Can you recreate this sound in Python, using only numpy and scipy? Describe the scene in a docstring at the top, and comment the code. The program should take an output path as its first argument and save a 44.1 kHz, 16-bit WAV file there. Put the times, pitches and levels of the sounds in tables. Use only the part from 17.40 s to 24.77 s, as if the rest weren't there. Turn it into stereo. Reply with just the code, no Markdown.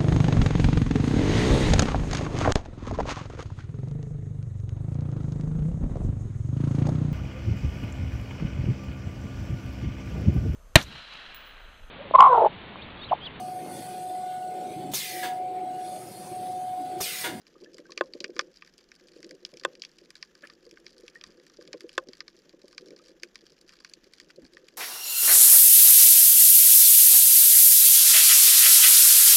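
"""A camera in a watertight case on a shallow reef flat. From the start shrimp snap near and far over a
faint rumble, the snaps ringing in the case's resonances, and water sloshes against it. From about 0.2 s
a few small bubbles ping and water thumps the case. Hard knocks strike it at 0.6, 1.0 and 2.2 s. Gravel
shifts around 3 s and a dull nudge follows at 3.9 s. The last knock lands at 4.6 s; gravel shifts again
after 6 s, and a second nudge comes at 7.0 s."""
import sys
import numpy as np
from scipy import signal
from scipy.fft import rfft, irfft, next_fast_len
from scipy.io import wavfile

SR = 44100
rng = np.random.default_rng(int(sys.argv[2]) if len(sys.argv) > 2 else 0)


def dump(signal):
    """Clip the signal to [-1, 1] and save it as 16-bit WAV at the path in sys.argv[1]."""
    limited = np.clip(np.atleast_2d(signal).T, -1, 1)
    pcm = np.round(limited * 32767).astype(np.int16)
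    wavfile.write(sys.argv[1], SR, pcm)


N = 325017
TIME_S = np.arange(N) / SR
LEFT_LAG_S = 0.000095
MIC_LAG_S = np.array([[LEFT_LAG_S], [0]])
CRACK_BAND_HZ, EDGE_BAND_HZ = (3860, 5780), (7500, 14800)

# far reef spectrum, per microphone: f/Hz, relative density/dB
REEF_LEFT_SPECTRUM = [(500, -28.5), (850, -45), (1100, -7.5), (1350, -12.5), (1680, 2), (2100, -9),
                      (3200, -5), (4500, -15.5), (6200, -41), (7100, -7), (8300, -38), (12500, -21),
                      (15000, -46)]
REEF_RIGHT_SPECTRUM = [(500, -34), (880, -23), (1200, -11), (1700, -9.5), (2200, -15), (4000, -17.5),
                       (4900, -14), (6300, -13.5), (7200, -25.5), (8200, -34), (12500, -32), (15000, -42)]
# rumble spectrum: f/Hz, relative density/dB
RUMBLE_SPECTRUM = [(15, -10), (30, -3), (42, -6), (65, -15.5), (95, -26.5), (125, -16), (165, -4),
                   (260, -6.5), (380, -7.5), (600, -16), (900, -20.5)]
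# surge of water round the case: t/s, relative level/dB
SLOSH_LEVELS = [(0.05, -70.5), (0.24, -49), (0.46, -60.5), (0.7, -54.5), (1.03, -53), (1.27, -72.5),
                (1.9, -52), (2.1, -62), (2.3, -50.5), (2.52, -66.5), (3.9, -61), (4.72, -60), (4.95, -67.5),
                (5.35, -62), (5.51, -47.5), (5.66, -61.5), (6.3, -66), (7.3, -60.5)]
# slosh spectrum: f/Hz, relative density/dB
SLOSH_SPECTRUM = [(100, -61), (150, -9), (200, -9.5), (270, -8.5), (350, 5), (430, -5), (510, 0.5),
                  (620, -14.5), (750, -32), (1100, -53)]
# nearest snaps: t/s, crack level/dB (10 ms rms), body re crack/dB, edge re crack/dB, body f/Hz
NEAR_SNAPS = [(0.244, -53, -1.5, -15, 2700), (0.382, -52, 2, -5.5, 2050), (0.5194, -42, -6, -23, 2150),
              (0.5755, -33, 1.5, -21.5, 2180), (0.7353, -39.5, -10, -27, 2220),
              (0.8034, -34, -8, -25.5, 2570), (0.8419, -33, 1, -26, 2420), (0.964, -46, 2, -21, 1800),
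              (0.9919, -25.5, 0, -24.5, 1880), (1.0093, -43, -1, -17, 2300),
              (1.1709, -50.5, -16, -21, 2710), (1.2214, -52, 9.5, -32, 2200),
              (1.3795, -53.5, -3.5, -5.5, 2980), (1.5164, -51.5, 3, -23, 2140),
              (1.8286, -48.5, -3, -15, 2260), (1.8442, -48, -5, -15, 2250),
              (1.9088, -46.5, -1.5, -10, 2190), (2.0495, -33.5, -6, -26, 2840),
              (2.1707, -48, -1, -14.5, 3000), (2.1968, -47, -11, -17, 2760), (2.2352, -45, -2, -18, 2200),
              (2.3519, -52, -3, -19, 2330), (2.4195, -34.5, -8, -31, 2850), (2.4359, -50, 5, -23, 2870),
              (2.4488, -40, -6.5, -22.5, 2480), (2.704, -47.5, -4.5, -9, 2140),
              (2.7537, -46, -5, -17, 2000), (2.8264, -36, -6.5, -30, 2030), (3.0711, -51, 0.5, -10, 2810),
              (3.0988, -48.5, -5, -28, 1920), (3.3715, -62, 12.5, -27, 1930),
              (3.4648, -43, -4.5, -44, 2380), (3.6798, -47.5, 1.5, -16, 2350),
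              (3.8113, -49, 2.5, -36, 2780), (3.8384, -41.5, -5.5, -18, 2080),
              (4.2749, -50.5, -6.5, -15, 2230), (4.3301, -38.5, -2.5, -20, 2210),
              (4.4062, -46.5, -3, -12, 2250), (4.4918, -48, 1.5, -15, 2740), (4.686, -47, -15, -23, 1890),
              (4.7324, -45.5, -6, -21, 2180), (4.8043, -35, -4.5, -48, 2000),
              (4.8799, -44, -7.5, -24, 1980), (5.3793, -37.5, -3.5, -23, 2100),
              (5.8324, -35.5, -1.5, -12, 2320), (5.9554, -42.5, -5, -16.5, 2010),
              (6.2914, -50.5, -2.5, -17, 2500), (6.4465, -43, -1, -18, 2100),
              (6.5361, -42, -8.5, -11.5, 2880), (6.735, -47, -7.5, -14, 2110),
              (6.7995, -44.5, -3.5, -11, 2220), (7.1685, -55.5, 9.5, -23, 1930),
              (7.2838, -51, 0, -9.5, 2570)]
# resonances that let water-borne sound into the case: f/Hz, width/Hz, left gain/dB, right gain/dB
CASE_MODES = [(355.3, 57, 12, 11), (487.5, 24.3, 14.5, 14), (573, 47, 17.5, 14), (1051, 53, 22, 21.5),
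              (1204, 49, 10, 26.5), (1530, 165, 20.5, 13), (1820, 236, 17, 11.5), (2316, 320, 16.5, 13.5),
              (3073, 514, 17, 13), (3320, 280, 21, 17.5), (4190, 410, 10, -11), (4700, 400, 0.5, 22),
              (5070, 2360, 3, 15.5), (7070, 1160, 9.5, 13.5), (9680, 640, 2, -21),
              (12200, 1100, -8.5, -7.5)]
# small bubbles: t/s, relative level/dB, starting f/Hz
BUBBLES = [(0.155, -54.5, 1190), (0.2603, -50.5, 1710), (0.455, -51, 1544), (0.4953, -48.5, 1080),
           (3.0373, -40, 1696), (3.0978, -55, 1186), (3.756, -39.5, 1815), (5.596, -55.5, 1240)]
# water thumps on the case: t/s, relative peak level/dB
THUMPS = [(0.223, -41), (0.393, -39), (0.572, -39), (0.751, -33.5), (0.807, -38.5), (0.841, -37),
          (0.894, -33.5), (0.961, -37), (1.762, -42), (2.133, -44.5), (2.616, -46.5), (3.032, -44.5),
          (3.264, -43), (3.635, -42.5), (4.188, -37.5), (4.34, -33.5), (4.442, -33.5), (4.688, -38.5),
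          (5.136, -43), (5.241, -41.5), (5.83, -42.5)]
# hard knocks on the case: t/s, level/dB (10 ms rms), contact low-pass f/Hz
KNOCKS = [(0.609, -20, 1440), (0.9917, -30, 5140), (2.2495, -20.5, 7800), (4.5786, -21.5, 6760)]
# modes of the struck wall: f/Hz, width/Hz, left gain/dB, right gain/dB
WALL_MODES = [(350.7, 38.4, 20, 19.5), (536.6, 61.4, 24.5, 22.5), (818, 91, 15, 2.5),
              (1068, 46.5, 21, 20.5), (1223, 60, -8, 26), (1500, 82, 26, 20), (1670, 170, 26.5, 17),
              (1844, 296, 18.5, 17), (2640, 85, 18.5, 16.5), (3480, 130, 25, 20), (3980, 510, -9, 6),
              (4500, 1190, -31, 3), (7500, 310, 13.5, 11), (9800, 260, -10.5, 5)]
# gravel shifts: peak t/s, level/dB, sigma/s
GRAVEL_SHIFTS = [(3.045, -46.5, 0.0099), (3.1, -61.5, 0.017), (3.8, -68, 0.12), (6.33, -58.5, 0.0072),
                 (6.905, -49.5, 0.0035)]
# dull nudges on the case: peak t/s, level/dB, sigma/s
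NUDGES = [(3.88, -58, 0.016), (7.04, -52, 0.016)]
# nudge spectrum: f/Hz, relative density/dB
NUDGE_SPECTRUM = [(25, 7), (60, 3), (110, -10), (170, 5), (300, 8.5), (450, -3.5)]


def from_db(db):
    """Decibels to gain."""
    return 10 ** (np.asarray(db) / 20)


def unit_rms(x):
    """Scale to rms 1."""
    return x / np.sqrt(np.mean(x ** 2) + 1e-20)


def unit_burst(spectra):
    """Scale stereo burst spectra to the energy of 10 ms at rms 1."""
    return spectra / np.sqrt(np.mean(np.abs(spectra) ** 2, axis=(-2, -1), keepdims=True) / (SR / 100))


def add(out, at_s, sound):
    """Mix in a short stereo sound."""
    start = int(np.clip(round(at_s * SR), 0, N - 1))
    out[:, start:start + sound.shape[-1]] += sound[:, :N - start]


def drift(rate_hz, step=40, settle=2000):
    """Slow random wander, rms 1."""
    pole = np.exp(-2 * np.pi * rate_hz * step / SR)
    noise = rng.standard_normal(N // step + settle + 2)
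    slow = signal.lfilter([1], [1, -2 * pole, pole * pole], noise)[settle:]
    return np.interp(np.arange(N) / step, np.arange(len(slow)), unit_rms(slow))


def swells(rows):
    """Gain curve, one Gaussian swell per row."""
    return sum(from_db(db) * np.exp(-((TIME_S - at_s) / sigma_s) ** 2 / 2) for at_s, db, sigma_s in rows)


def coloured(x, spectrum):
    """Filter by (f/Hz, level/dB) points, 12 dB/octave off past the ends; rms 1."""
    size = next_fast_len(N)
    hz, db = np.transpose(spectrum)
    grid_hz = np.fft.rfftfreq(size, 1 / SR) + 1
    gain = from_db(np.interp(np.log(grid_hz), np.log(hz), db))
    gain *= np.minimum(grid_hz / hz[0], 1) ** 2 * np.minimum(hz[-1] / grid_hz, 1) ** 2
    return unit_rms(irfft(rfft(x, size) * gain, size)[..., :N])


def stereo_noise(apart_db):
    """White noise common to both microphones, plus a part of their own."""
    return unit_rms(rng.standard_normal(N) + from_db(apart_db) * rng.standard_normal((2, N)))


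def resonance(hz, centre_hz, width_hz):
    """Response of one damped mode, peak 1."""
    return 1j * hz * width_hz / (centre_hz ** 2 - hz ** 2 + 1j * hz * width_hz)


def band_response(hz, band_hz, order=3):
    """Butterworth band-pass response."""
    return signal.sosfreqz(signal.butter(order, band_hz, "band", fs=SR, output="sos"), hz, fs=SR)[1]


def modal_response(hz, modes):
    """Parallel modes of alternating sign at each microphone; the left lags."""
    response = sum((-1) ** k * from_db([[left_db], [right_db]]) * resonance(hz, centre_hz, width_hz)
                   for k, (centre_hz, width_hz, left_db, right_db) in enumerate(modes))
    return response * np.exp(-2j * np.pi * hz * MIC_LAG_S)


def far_reef(left_db=-69, right_db=-68, flicker_db=3.0):
    """Countless distant snaps merge into a fine sizzle."""
    left = from_db(left_db) * coloured(rng.standard_normal(N), REEF_LEFT_SPECTRUM)
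    right = from_db(right_db) * coloured(rng.standard_normal(N), REEF_RIGHT_SPECTRUM)
    return np.array([left, right]) * from_db(flicker_db * drift(rate_hz=55))


def rumble(level_db=-66):
    """Faint, steady, wide low noise."""
    return from_db(level_db) * coloured(stereo_noise(apart_db=10.5), RUMBLE_SPECTRUM)


def slosh(gain_db=-1.5, lumps_db=4.5, pan_db=0.5):
    """Moving water drums unevenly on the case."""
    surge_db = np.interp(TIME_S, *np.transpose(SLOSH_LEVELS))
    flow = from_db(surge_db + gain_db + lumps_db * drift(rate_hz=20))
    return flow * coloured(stereo_noise(apart_db=-13.5), SLOSH_SPECTRUM) * from_db([[pan_db], [-pan_db]])


def colony(top_db=-52.0, falloff_db=16, body_db=-7, body_spread_db=3, edge_db=-15, edge_spread_db=4,
           body_hz=2450, spread_octaves=0.59, count=600):
    """Snap rows for shrimp spread evenly over the seabed: the farther, the more and the fainter."""
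    activity = np.cumsum(from_db(3 * drift(rate_hz=4)))   # flurries and lulls
    at_s = np.interp(rng.random(count), activity / activity[-1], TIME_S)
    area = 1 + np.arange(count) / len(NEAR_SNAPS)   # seabed out to each shrimp; near patch = 1
    body, edge = rng.standard_normal((count, 2)).T
    return np.column_stack([at_s, top_db - falloff_db * np.log10(area),
                            body_db + body_spread_db * body, edge_db + edge_spread_db * edge,
                            body_hz * 2 ** (spread_octaves * rng.uniform(-1.2, 1, count))])


def snaps(rows, rise_s=0.0002, decay_s=0.0011, scatter_db=-21, scatter_s=0.009, apart_db=-6,
          body_width_ratio=0.54, lead_s=0.00018, near_db=-46, smear_per_db=0.025, size=1024):
    """A cavitation bubble collapses: a crack smeared by rubble, then scatter, all ringing in the case."""
    at_s, crack_db, body_db, edge_db, body_hz = np.transpose(rows)[..., None, None]
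    t, hz = TIME_S[:size], np.fft.rfftfreq(size, 1 / SR)
    smear = np.exp(smear_per_db * np.maximum(near_db - crack_db, 0))   # far snaps arrive by more paths
    attack = 1 - np.exp(-(t / (rise_s * smear)) ** 2)
    decay = np.exp(-t / (decay_s * smear)) + from_db(scatter_db) * np.exp(-t / scatter_s)
    paths = rng.standard_normal((len(at_s), 3, size))   # common, left, right
    burst = (paths[:, :1] + from_db(apart_db) * paths[:, 1:]) * attack * decay
    inside = rfft(burst) * modal_response(hz, CASE_MODES)
    body = unit_burst(inside * resonance(hz, body_hz, body_width_ratio * body_hz) ** 2)
    crack = unit_burst(inside * band_response(hz, CRACK_BAND_HZ))
    edge = unit_burst(inside * band_response(hz, EDGE_BAND_HZ))
    sounds = irfft(from_db(crack_db) * (crack + from_db(body_db) * body + from_db(edge_db) * edge))
    out = np.zeros((2, N))
    for snap_s, sound in zip(at_s.ravel(), sounds):
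        add(out, snap_s - lead_s, sound)
    return out


def bubbles(gain_db=3, ring_s=0.009, rise_s=0.00024, glide_per_s=2.6, size=3000):
    """Each freed bubble rings briefly, rising a little in pitch."""
    t, out = TIME_S[:size], np.zeros((2, N))
    envelope = (1 - np.exp(-t / rise_s)) * np.exp(-t / ring_s)
    for at_s, db, hz in BUBBLES:
        phase = 2 * np.pi * hz * (t + glide_per_s * t ** 2 / 2 - MIC_LAG_S)
        add(out, at_s, from_db(db + gain_db) * np.sin(phase) * envelope)
    return out


def thumps(gain_db=1.5, push_s=0.0068, band_hz=(150, 460), lead_s=0.003, size=4096):
    """Soft pushes of water reach only the lowest case modes."""
    t, hz = TIME_S[:size], np.fft.rfftfreq(size, 1 / SR)
    response = band_response(hz, band_hz, order=4) * modal_response(hz, CASE_MODES)
    out = np.zeros((2, N))
    for at_s, db in THUMPS:
        push = rng.standard_normal(size) * np.exp(-t / push_s)
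        sound = irfft(rfft(push) * response)
        add(out, at_s - lead_s, from_db(db + gain_db) * sound / np.abs(sound).max())
    return out


def knocks(bend_hz=1100, stir_db=-25, stir_s=0.039, grit_db=-10, grit_s=0.003, size=8192):
    """A blunt, gritty blow drives the wall modes and leaves the water stirring."""
    t, hz = TIME_S[:size], np.fft.rfftfreq(size, 1 / SR)
    dispersion = ((bend_hz - 1j * hz) / (bend_hz + 1j * hz)) ** 2   # low bending waves arrive later
    out, stir = np.zeros((2, N)), np.zeros(N)
    for at_s, db, contact_hz in KNOCKS:
        contact = 1 / (1 + 1j * hz / contact_hz) ** 2
        wall = unit_burst(contact * dispersion * modal_response(hz, WALL_MODES))
        burst = rng.standard_normal(size) * np.exp(-t / grit_s)
        grit = unit_burst(contact * rfft(burst) * modal_response(hz, CASE_MODES))
        add(out, at_s, from_db(db) * irfft(wall + from_db(grit_db) * grit))
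        stir += from_db(db + stir_db) * (TIME_S > at_s) * np.exp(-np.abs(TIME_S - at_s) / stir_s)
    water = coloured(rng.standard_normal(N), [(280, -2.5), (350, -23), (430, -21), (530, 12.5), (680, -9)])
    return out + stir * water


def gravel(grains_per_s=1500):
    """Bits of coral rub together in short runs of tiny clicks."""
    grains = rng.standard_normal(N) * (rng.random(N) < grains_per_s / SR)
    pair = np.array([np.interp(TIME_S - LEFT_LAG_S, TIME_S, grains), grains])
    clicks = coloured(pair, [(900, -16), (1200, 1.5), (1400, -1), (1750, 2.5), (2400, -4), (4000, -13)])
    return swells(GRAVEL_SHIFTS) * clicks


def nudges():
    """Dull nudges on the case: brief swells of low noise."""
    return swells(NUDGES) * coloured(stereo_noise(apart_db=-10), NUDGE_SPECTRUM)


def scene():
    """Shrimp crackle over water, knocks and gravel."""
    crackle = snaps(np.vstack([NEAR_SNAPS, colony()])) + far_reef()
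    return crackle + rumble() + slosh() + bubbles() + thumps() + knocks() + gravel() + nudges()


def record(dry, cutoff_hz=16000):
    """Steep elliptic low-pass."""
    return signal.sosfilt(signal.ellip(10, 0.1, 80, cutoff_hz, fs=SR, output="sos"), dry)


dry = scene()
out = record(dry)
dump(out)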